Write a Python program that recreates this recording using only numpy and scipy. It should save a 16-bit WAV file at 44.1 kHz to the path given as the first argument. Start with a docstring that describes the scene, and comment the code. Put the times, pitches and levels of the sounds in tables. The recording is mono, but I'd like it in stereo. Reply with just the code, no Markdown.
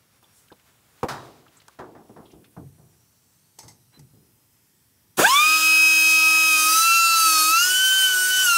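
"""A quiet workshop with room tone, a faint air leak, rustling clothes, ticks, knocks and dull thuds, all shaped noise.
Then a valve lets in a rush of air and a four-vane air cut-off tool spins up with the lag of its rotor.
It runs free on vane tones, shaft orders (multiples of the turning rate) and exhaust hiss.
Last, its abrasive wheel bites into a bolt: the whine sags and climbs with the load, amid chatter and grit."""
import sys
import numpy as np
from scipy import signal
from scipy.fft import rfft, irfft
from scipy.io import wavfile
from scipy.ndimage import uniform_filter1d

SR = 44100
rng = np.random.default_rng(int(sys.argv[2]) if len(sys.argv) > 2 else 0)


def materialize(psi):
    """Save the field psi as 16-bit PCM at rate SR to the path in sys.argv[1].

    A 1-D psi becomes a single channel; in a 2-D psi each row is a channel.
    """
    bounded = np.clip(np.atleast_2d(psi).T, -1, 1)
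    quanta = np.round(bounded * 32767).astype(np.int16)
    wavfile.write(sys.argv[1], SR, quanta)


N = 377937  # length in samples

VANES = 4
EDGE_HZ = 15750  # upper band limit
RUN_UP_DB_PER_MULTIPLE = -2  # slope of the row of vane multiples that barks while the rotor accelerates
# How the exhaust port and the shop colour the vane tone and its multiples.
# Each row: frequency in Hz, level in dB.
PORT = [(300, -35), (600, -25), (900, -23.5), (1150, -17.5), (1650, -18), (2000, -41), (2450, -18),
        (2900, -23), (3200, -28.5), (3500, -17), (3800, -35.5), (4000, -28), (4400, -41.5), (5050, -25.5),
        (6200, -33), (9000, -50)]


def gain_of(db):
    """Decibels to gain."""
    return 10 ** (np.asarray(db) / 20)


def evened(x):
    """Scales to rms 1."""
    return x / np.sqrt(np.mean(x ** 2) + 1e-20)


def read(points, hz):
    """Reads a spectrum table on a log-frequency axis."""
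    f, value = np.transpose(points)
    return np.interp(np.log(hz + 1), np.log(f + 1), value)


def add(mix, s, sound):
    """Mixes a sound in at s seconds."""
    part = mix[round(s * SR):][:len(sound)]
    part += sound[:len(part)]


def bands(modes, hz):
    """Gain of a set of resonances, each given by centre Hz, width Hz and level dB, summed in power."""
    return np.sqrt(sum(gain_of(2 * db) / (1 + (2 * (hz - f) / width) ** 2) for f, width, db in modes))


def shaped(gain, size):
    """Steady noise of rms 1 whose spectrum is gain(hz)."""
    spectrum = rfft(rng.standard_normal(size))
    hz = np.fft.rfftfreq(size, 1 / SR)
    return evened(irfft(spectrum * gain(hz), size))


def coloured(points, size):
    """Steady noise of rms 1 with a tabled spectrum."""
    return shaped(lambda hz: gain_of(read(points, hz)), size)


def wander(size, rate):
    """Slow chance of rms 1, changing about rate times a second."""
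    steps_per_s = 400
    steps = rng.standard_normal(int(size / SR * steps_per_s) + 2)
    width = max(int(steps_per_s / rate), 1)
    slow = evened(uniform_filter1d(uniform_filter1d(steps, width), width))
    return np.interp(np.arange(size) / SR * steps_per_s, np.arange(len(slow)), slow)


def patchy(x, depth_db, count=24):
    """Lets bands a few hundred hertz wide swell and fade on their own, each for about count frames."""
    z = signal.stft(x, nperseg=512)[2]
    patches = uniform_filter1d(rng.standard_normal(z.shape), size=4, axis=0)
    patches = uniform_filter1d(patches, size=count, axis=1)
    flickering = z * gain_of(depth_db * evened(patches))
    return evened(signal.istft(flickering, nperseg=512)[1][:len(x)])


def dying(noise, db, rise, t60):
    """Lets noise rise for rise seconds, then die away by 60 dB in t60 seconds."""
    t = np.arange(len(noise)) / SR
    decay = gain_of(db - 60 * np.maximum(t - rise, 0) / t60)
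    return decay * np.minimum(t / rise, 1) * noise


def shop():
    """Room tone, the hiss of a leaking air line in whistling bands, and the rustle of clothes."""
    # Spectrum of the room tone. Each row: frequency in Hz, relative level in dB per Hz.
    room_colour = [(15, -58), (25, -18), (107, 5), (391, -10), (767, -26), (854, -12.5), (1350, -36),
                   (1590, -31.5), (15700, -20.5)]
    # Whistling bands of the leak. Each row: centre in Hz, width in Hz, relative level in dB.
    leak_bands = [(5570, 380, 6.5), (7900, 500, 6), (10300, 260, 1), (12350, 250, -15), (13800, 540, 3),
                  (10800, 8500, 6)]
    # Slow course of leak and clothes. Each row: time in seconds, leak hiss in dB, rustle in dB.
    air = [(0, -76, -66.5), (.37, -64, -66), (.6, -70, -63.5), (1.0, -68, -62), (1.4, -76, -61.5),
           (1.7, -86, -62.5), (2.1, -66, -69.5), (2.6, -65.5, -70.5), (4.2, -64.5, -73), (5.1, -65, -72.5)]
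    rustle_colour = [(200, -6.0), (1200, -3.0), (4000, -9), (12000, -14.5)]  # Hz, relative dB per Hz
    room_db = -66
    s, leak_db, rustle_db = np.transpose(air)
    t = np.arange(N) / SR
    leak = patchy(shaped(lambda hz: bands(leak_bands, hz), N), depth_db=3.5, count=90)
    leak = leak * gain_of(np.interp(t, s, leak_db))
    rustle = coloured(rustle_colour, N) * gain_of(np.interp(t, s, rustle_db))
    rustle = rustle * gain_of(1.5 * wander(N, 25))
    return gain_of(room_db) * coloured(room_colour, N) + leak + rustle


def thud(db, ring, bright_db, boom_db):
    """A far burst of noise whose bands die away at the hall's own speeds, over the boom of the floor."""
    # Spectrum of the burst. Each row: frequency in Hz, relative level in dB per Hz.
    burst_colour = [(47, -47), (80, -23), (255, 11.5), (574, -17), (715, -7), (1680, -22.5), (2330, -40),
                    (15000, -66.5)]
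    # Decay of the hall, before the ring factor. Each row: frequency in Hz, t60 in seconds.
    hall = [(100, 0.21), (260, 0.52), (700, 0.33), (1840, 0.15), (4850, 0.12)]
    boom_hz, boom_width_hz, boom_t60 = 128, 65, 0.74
    hz, t, z = signal.stft(rng.standard_normal(SR), SR, nperseg=256)
    shape_db = read(burst_colour, hz) + bright_db * np.log2((np.minimum(hz, 5000) + 40) / 500)
    t60 = ring * read(hall, hz)[:, None]
    z = z * gain_of(shape_db[:, None] - 60 * t / t60)
    burst = signal.istft(z, SR, nperseg=256)[1][:SR]
    attack = np.minimum(np.arange(SR) / (.0025 * SR), 1)
    burst = burst * attack / np.sqrt(np.mean(burst[:1000] ** 2))  # level set by the first moment
    boom = shaped(lambda f: bands([(boom_hz, boom_width_hz, 0)], f) ** 2, SR)
    return gain_of(db) * burst + dying(boom, boom_db, 0.024, boom_t60)


def knock(db, bright_db, t60):
    """A short dense clunk with the colour of the plank and a hard front."""
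    # Spectrum of the plank. Each row: frequency in Hz, relative level in dB per Hz.
    wood = [(35, -48), (60, 8.5), (324, 14.5), (835, 3), (1010, 1.5), (1710, -22), (2420, -25.5),
            (3500, -36.5), (15000, -56)]
    crack, crack_s = 1.2, .006  # the first moment stands out: extra gain, fade in seconds
    size = SR // 4
    plank = shaped(lambda hz: gain_of(read(wood, hz) + bright_db * np.log2((hz + 40) / 500)), size)
    front = 1 + crack * np.exp(-np.arange(size) / (crack_s * SR))
    return dying(plank, db, .0015, t60) * front


def tick(db, hz, width_hz, rise, t60):
    """A dying puff of noise around one pitch."""
    return dying(shaped(lambda f: bands([(hz, width_hz, 0)], f) ** 2, SR // 3), db, rise, t60)


def clink(db, t60):
    """A metal fitting rattles: a broad tick, then noise through the resonances of the fitting."""
    # Resonances of the metal. Each row: centre in Hz, width in Hz, relative level in dB.
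    fitting = [(880, 69, 2.5), (2050, 110, -1.5), (4600, 430, -3.5), (5340, 380, -2), (6350, 350, 2),
               (8000, 210, 2.5), (10300, 320, -7), (13200, 600, -11)]
    ring = dying(shaped(lambda hz: bands(fitting, hz), SR // 3), db, 0.0028, t60)
    return ring + tick(db - 2.0, 8200, 12000, 0.0009, 0.033)


def valve():
    """The throttle opens with a rough rush of air."""
    # Spectrum of the first rush. Each row: frequency in Hz, relative level in dB per Hz.
    rush = [(60, -27), (150, -3), (300, 2.5), (900, -3.5), (1250, -4), (1600, 0.5), (2000, -11.5),
            (8000, -18)]
    return dying(coloured(rush, SR // 2), db=-15, rise=0.02, t60=0.2)


def rotor(t):
    """Shaft speed in turns a second: the rotor chases the allowed speed with a lag."""
    # The speed that air supply and load allow. Each row: time in seconds, shaft turns a second.
    aim = [(5.17, 120.8), (5.228, 295.3), (5.411, 317.4), (6.472, 317.4), (6.511, 311.2), (6.616, 313.9),
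           (6.826, 339.8), (7.128, 333.0), (7.356, 310.3), (7.455, 317.5), (7.637, 379.7), (7.709, 375.5),
           (7.777, 383.1), (7.984, 383.0), (8.157, 365.3), (8.174, 371.1), (8.433, 379.7), (8.44, 334.4)]
    lag_s, kick = .063, 45  # time constant; first speed in turns a second
    keep = np.exp(-1 / (lag_s * SR))
    allowed = np.interp(t, *np.transpose(aim))
    return kick + signal.lfilter([1 - keep], [1, -keep], allowed - kick)


def exhaust(turns, bite):
    """Hiss of the vented air, puffed by each vane; it gives way to the grinding."""
    # Spectrum of the air hiss. Each row: frequency in Hz, relative level in dB per Hz.
    air_colour = [(60, -27), (200, -19.5), (450, -22.5), (1100, -9), (1550, -3), (2100, -15.5), (2600, 0),
                  (4000, -6.5), (6700, -1), (10000, -5.5), (12500, -7), (15700, -6)]
    puffs = 1 + 0.079 * np.cos(2 * np.pi * VANES * turns)
    return patchy(coloured(air_colour, len(turns)), depth_db=2.5) * puffs * np.sqrt(1 - bite)


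def grinding(turns, bite):
    """Grit on steel: noise that swells as the wheel's high spot meets the bolt once a turn."""
    # Spectrum of the grit with the ring of the wheel. Each row: frequency in Hz, relative level in dB per Hz.
    grit_colour = [(60, -24), (400, -24), (1200, -22), (2200, -7.5), (3500, -18), (5000, 5.5), (7000, -3),
                   (8500, 5.5), (9100, 7.5), (9800, 1), (12000, -0.5), (15700, -1)]
    scrape = 1 + 0.11 * np.cos(2 * np.pi * turns)
    grit = patchy(coloured(grit_colour, len(turns)), depth_db=2.2)
    return grit * scrape * np.sqrt(bite) * gain_of(1.8 * wander(len(turns), 30))


def vane_levels(t, speed, run_up, bite, vane_db, second_db):
    """Levels in dB of the first four vane multiples, coloured by the port they sweep through."""
    # Brief changes, mostly dips, of the 2nd multiple. Each row: time in seconds, change in dB, length in seconds.
    dropouts = [(5.595, -9.5, 0.059), (6.788, -16, 0.057), (7.181, -15, 0.046), (7.24, -16, 0.022),
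                (7.399, 1, 0.044), (7.665, -8, 0.023), (8.162, -16, 0.022), (8.28, -18, 0.03),
                (8.452, -13, 0.026)]
    second_db = second_db + sum(db * np.exp(-(2 * (t - at) / length) ** 2) for at, db, length in dropouts)
    fourth_db = -11.5 * bite  # the 4th multiple weakens under load
    levels = {}
    for m, db in enumerate((vane_db, second_db, 0, fourth_db)):
        order = VANES * (m + 1)
        levels[order] = read(PORT, order * speed) + db + RUN_UP_DB_PER_MULTIPLE * m * run_up
    return levels


def weak_levels(orders, speed, run_up, bite, change_db, chatter_db):
    """Levels in dB of the other shaft orders: motor and wheel chatter, with a bark on the vane multiples."""
    # Shaft orders that stand out, as multiples of the turning rate.
    strong_orders = (2, 3, 5, 6, 9, 10, 13, 15, 17, 20, 22, 25, 27, 31, 33, 36, 44)
    # Level in dB of each of those orders, before the level change is added.
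    strong_db = [-51.5, -48, -39, -51.5, -46, -36.5, -43.5, -44, -44, -32.5, -37, -40, -41.5, -40, -40.5,
                 -38.5, -48]
    # How wheel and bolt radiate. Each row: frequency in Hz, level in dB.
    radiation = [(300, -26), (1900, -14.5), (3500, -17.5), (4700, -8.5), (5500, -9), (7000, -5.5),
                 (9000, -13), (12000, -9.5), (15500, -16)]
    # Rings of the wheel that flare the orders crossing them. Each row: centre in Hz, width in Hz, level in dB.
    wheel = [(4600, 220, 5.5), (5390, 250, 8), (6240, 138, 9.5), (8960, 230, 10.5), (11640, 580, 2),
             (8000, 27000, -2)]
    faint_db = -51.5  # every other order, before the level change is added
    strong = dict(zip(strong_orders, strong_db))
    size = len(speed)
    levels = {}
    for k in orders:
        hz = k * speed
        # weak orders swell and fade as the hand turns the tool; the wheel's chatter breaks up faster
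        swell_db = (1.0 + 1.09 * bite) * wander(size, 4.6)
        motor = gain_of(strong.get(k, faint_db) + change_db + swell_db)
        breakup_db = 3.1 * wander(size, 21.5) + 3.86 * wander(size, 10)
        chatter = gain_of(chatter_db + read(radiation, hz) + breakup_db) * bands(wheel, hz)
        bark = gain_of(read(PORT, hz) + RUN_UP_DB_PER_MULTIPLE * (k / VANES + 5))
        bark = run_up * (k % VANES == 0) * bark
        levels[k] = 20 * np.log10(np.hypot(motor, chatter) + bark)
    return levels


def order_tones(levels, speed, turns, bite):
    """Sums one sine per shaft order, all locked to the turning of the rotor."""
    glide = np.minimum(abs(np.gradient(speed)) * SR / 500, 1)
    tones = np.zeros(len(speed))
    for k, db in levels.items():
        # tones stutter under the grit, and, the higher the more up to the 2nd vane multiple,
        # while gliding across the resonances of the shop
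        stutter_db = 0.59 + 0.53 * bite + 3.25 * glide * min(k / (2 * VANES), 1) ** 2
        level = gain_of(db + stutter_db * wander(len(speed), 70))
        start = rng.random() * (k % VANES > 0)  # vane multiples add up to one pulse
        below_edge = k * speed < EDGE_HZ
        tones += np.sqrt(2) * level * below_edge * np.cos(2 * np.pi * (k * turns + start))
    return tones


def tool():
    """Vane tones and shaft orders on one speed, with exhaust hiss, grinding noise and wall echoes."""
    # Course of the tool's sound. Each row: time in seconds, vane tone in dB above the port colour,
    # its 2nd multiple likewise in dB, 14th shaft order in dB, hiss in dB.
    course = [(5.169, 10, 0, -47, -32), (5.2, 4, -2.5, -42, -22.5), (5.42, -1, 1.5, -55, -25.5),
              (5.6, -10.5, 1, -42, -23.5), (5.8, -17.5, 5.5, -49, -25.5), (6.0, -23.5, 2, -50, -25),
              (6.1, -18, 3.5, -40, -24.5), (6.25, -12, 3.5, -43, -25.5), (6.55, -11.5, 1, -54, -24.5),
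              (6.78, -0.5, -10.5, -40, -19.5), (6.88, -2.5, 2, -33, -25.5), (7.04, -4, 0, -31, -28.5),
              (7.2, 0, -2.5, -27.5, -24.5), (7.429, -6.5, -10, -24, -23.5), (7.56, -0.5, 0.5, -34, -27),
              (7.67, -6, -4.5, -27.5, -23), (7.8, -4.5, 5.5, -52, -26.5), (8.05, -6.5, 8, -54, -24),
              (8.18, -3.5, -7, -48, -25.5), (8.4, -4, 2, -55, -25), (8.56, -1, -1.5, -44, -26)]
    # Course of the work. Each row: time in seconds, share of grinding in the hiss from 0 to 1,
    # level change of the weak orders in dB, chatter of the wheel in dB.
    work = [(5.17, 0, -4, -63), (5.55, 0, -1.5, -65), (6.45, 0.32, -1.5, -60), (6.6, 0.58, 1.5, -36.5),
            (6.8, 0.75, -13, -33), (7.0, 0.47, -19, -34), (7.4, 0.63, -3, -30.5), (7.6, 0.47, -21, -34.5),
            (7.75, 0.42, -22, -33.5), (8.0, 0.54, -14.5, -38), (8.4, 0.44, -13, -36), (8.5, 0.38, -20, -34)]
    # Unbalance hum, once a turn. 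Each row: frequency in Hz, level in dB.
    hum = [(200, -64), (305, -64), (314, -45), (324, -42), (336, -68), (360, -57), (372, -48.5), (383, -67)]
    # Walls near the tool. Each row: delay in seconds, level in dB.
    echoes = [(.011, -24.5), (.023, -17)]
    top_order, build_s = 49, 0.051  # the tones grow out of the first rush of air for build_s seconds
    s, *columns = np.transpose(course)
    t = np.arange(s[0], N / SR, 1 / SR)
    vane_db, second_db, whistle_db, hiss_db = (np.interp(t, s, c) for c in columns)
    work_s, *work_columns = np.transpose(work)
    bite, change_db, chatter_db = (np.interp(t, work_s, c) for c in work_columns)
    bite = np.clip(bite, 0, 1)

    speed = rotor(t)
    run_up = np.clip(np.gradient(speed) * SR / 1500, 0, 1)
    unsteady = 1 + (0.00013 + 0.0011 * bite) * wander(len(t), 40)
    turns = np.cumsum(speed * unsteady) / SR

    levels = vane_levels(t, speed, run_up, bite, vane_db, second_db)
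    levels.update({1: read(hum, speed), 14: whistle_db})
    others = sorted(set(range(1, top_order + 1)) - set(levels))
    levels.update(weak_levels(others, speed, run_up, bite, change_db, chatter_db))
    tones = order_tones(levels, speed, turns, bite)
    tones = tones * np.minimum((t - s[0]) / build_s, 1) ** 2
    hiss = gain_of(hiss_db) * (exhaust(turns, bite) + grinding(turns, bite))
    direct = (tones + hiss) * np.minimum((t - s[0]) / 0.0053, 1)
    heard = direct.copy()
    for delay, db in echoes:
        add(heard, delay, gain_of(db) * direct)
    return s[0], heard


def scene():
    """Everything reaches one microphone, the same on both channels."""
    # Far thuds. Each row: start in seconds, level in dB, ring time as a factor,
    # brightness in dB an octave, floor boom in dB.
    thuds = [(1.084, -30, 2.17, 11.5, -41.5), (1.788, -37, 1.34, 6, -58.5), (1.949, -45.5, 1.46, 4.5, -62),
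             (2.093, -45.5, 0.79, 0.5, -64), (2.162, -44, 1.47, 3.7, -63), (2.332, -47.5, 1.4, -3.5, -60),
             (2.565, -41.5, 0.78, 1.1, -41), (2.78, -59, 1.9, 2, -51), (3.631, -54.5, 1.45, 6, -51),
             (3.97, -55.5, 1.15, -6, -49), (4.134, -56, 1.7, -6, -61)]
    # Near knocks on wood. Each row: start in seconds, level in dB before the hard front,
    # brightness in dB an octave, t60 in seconds.
    knocks = [(0.227, -57, 10.5, 0.2), (0.517, -45.5, 5.5, 0.1), (1.0305, -18.5, 4.5, 0.12),
              (3.584, -58.5, 3, 0.48), (3.68, -66, -4, 0.083)]
    # Ticks, scuffs, a squeak, a swell of hiss and the ring of a metallic clang.
    # Each row: start in seconds, level in dB, centre in Hz, width in Hz, rise in seconds, t60 in seconds.
    ticks = [(.32, -58, 8500, 6900, .06, 0.37), (1.09, -54.5, 3850, 140, .02, .7),
             (1.09, -59, 5000, 200, .02, .6), (1.086, -39, 2500, 6000, .001, .04),
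             (1.479, -55, 3200, 1500, .003, .03), (.595, -58, 2700, 5000, .003, .04),
             (.24, -58, 3400, 400, .004, 0.065), (.483, -55, 3100, 2800, 0.0014, .03),
             (.502, -45, 1640, 150, 0.0026, 0.034), (.5225, -49, 3700, 1500, 0.0013, 0.025),
             (1.03, -44, 3000, 5000, 0.0028, 0.013), (1.462, -52, 1250, 600, 0.0063, 0.037),
             (1.6, -54, 3600, 2200, 0.0023, 0.044), (1.086, -47, 3200, 7700, .0015, 0.88),
             (1.555, -55.5, 1260, 300, 0.017, 0.067), (1.562, -54, 7700, 1447, 0.013, 0.077),
             (1.617, -51.5, 3000, 8000, .0015, 0.036), (1.681, -44, 1200, 510, 0.0024, 0.057),
             (1.681, -42, 5700, 12000, .0015, 0.015), (2.25, -58.5, 3400, 1100, .008, 0.18),
             (2.3, -60, 3000, 1600, 0.008, 0.18), (2.315, -58, 5600, 2500, 0.0034, 0.06),
             (2.443, -55, 2600, 4000, 0.00099, 0.11), (3.93, -55.5, 4030, 80, 0.038, 0.07),
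             (3.915, -60, 1200, 2800, 0.025, .3)]
    # Rattles of a metal fitting. Each row: start in seconds, level in dB, t60 in seconds.
    clinks = [(3.5869, -40.5, 0.17), (3.629, -53.5, 0.28), (3.68, -45.5, 0.18), (3.992, -51.5, 0.061)]
    mix = shop()
    for events, source in ((thuds, thud), (knocks, knock), (ticks, tick), (clinks, clink)):
        for s, *row in events:
            add(mix, s, source(*row))
    add(mix, 5.176, valve())
    add(mix, *tool())
    return np.array([mix, mix])


def record(dry):
    """The input rounds off the highest peaks and drops the deepest bass; then the band limit."""
    soft = dry / (1 + (dry / .55) ** 4) ** (1 / 4)
    soft = signal.sosfilt(signal.butter(3, 50, "high", fs=SR, output="sos"), soft)
    band_limit = signal.firwin(1023, EDGE_HZ, window=("kaiser", 11), fs=SR)
    return signal.oaconvolve(soft, band_limit[None], "same")


dry = scene()
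out = record(dry)
materialize(out)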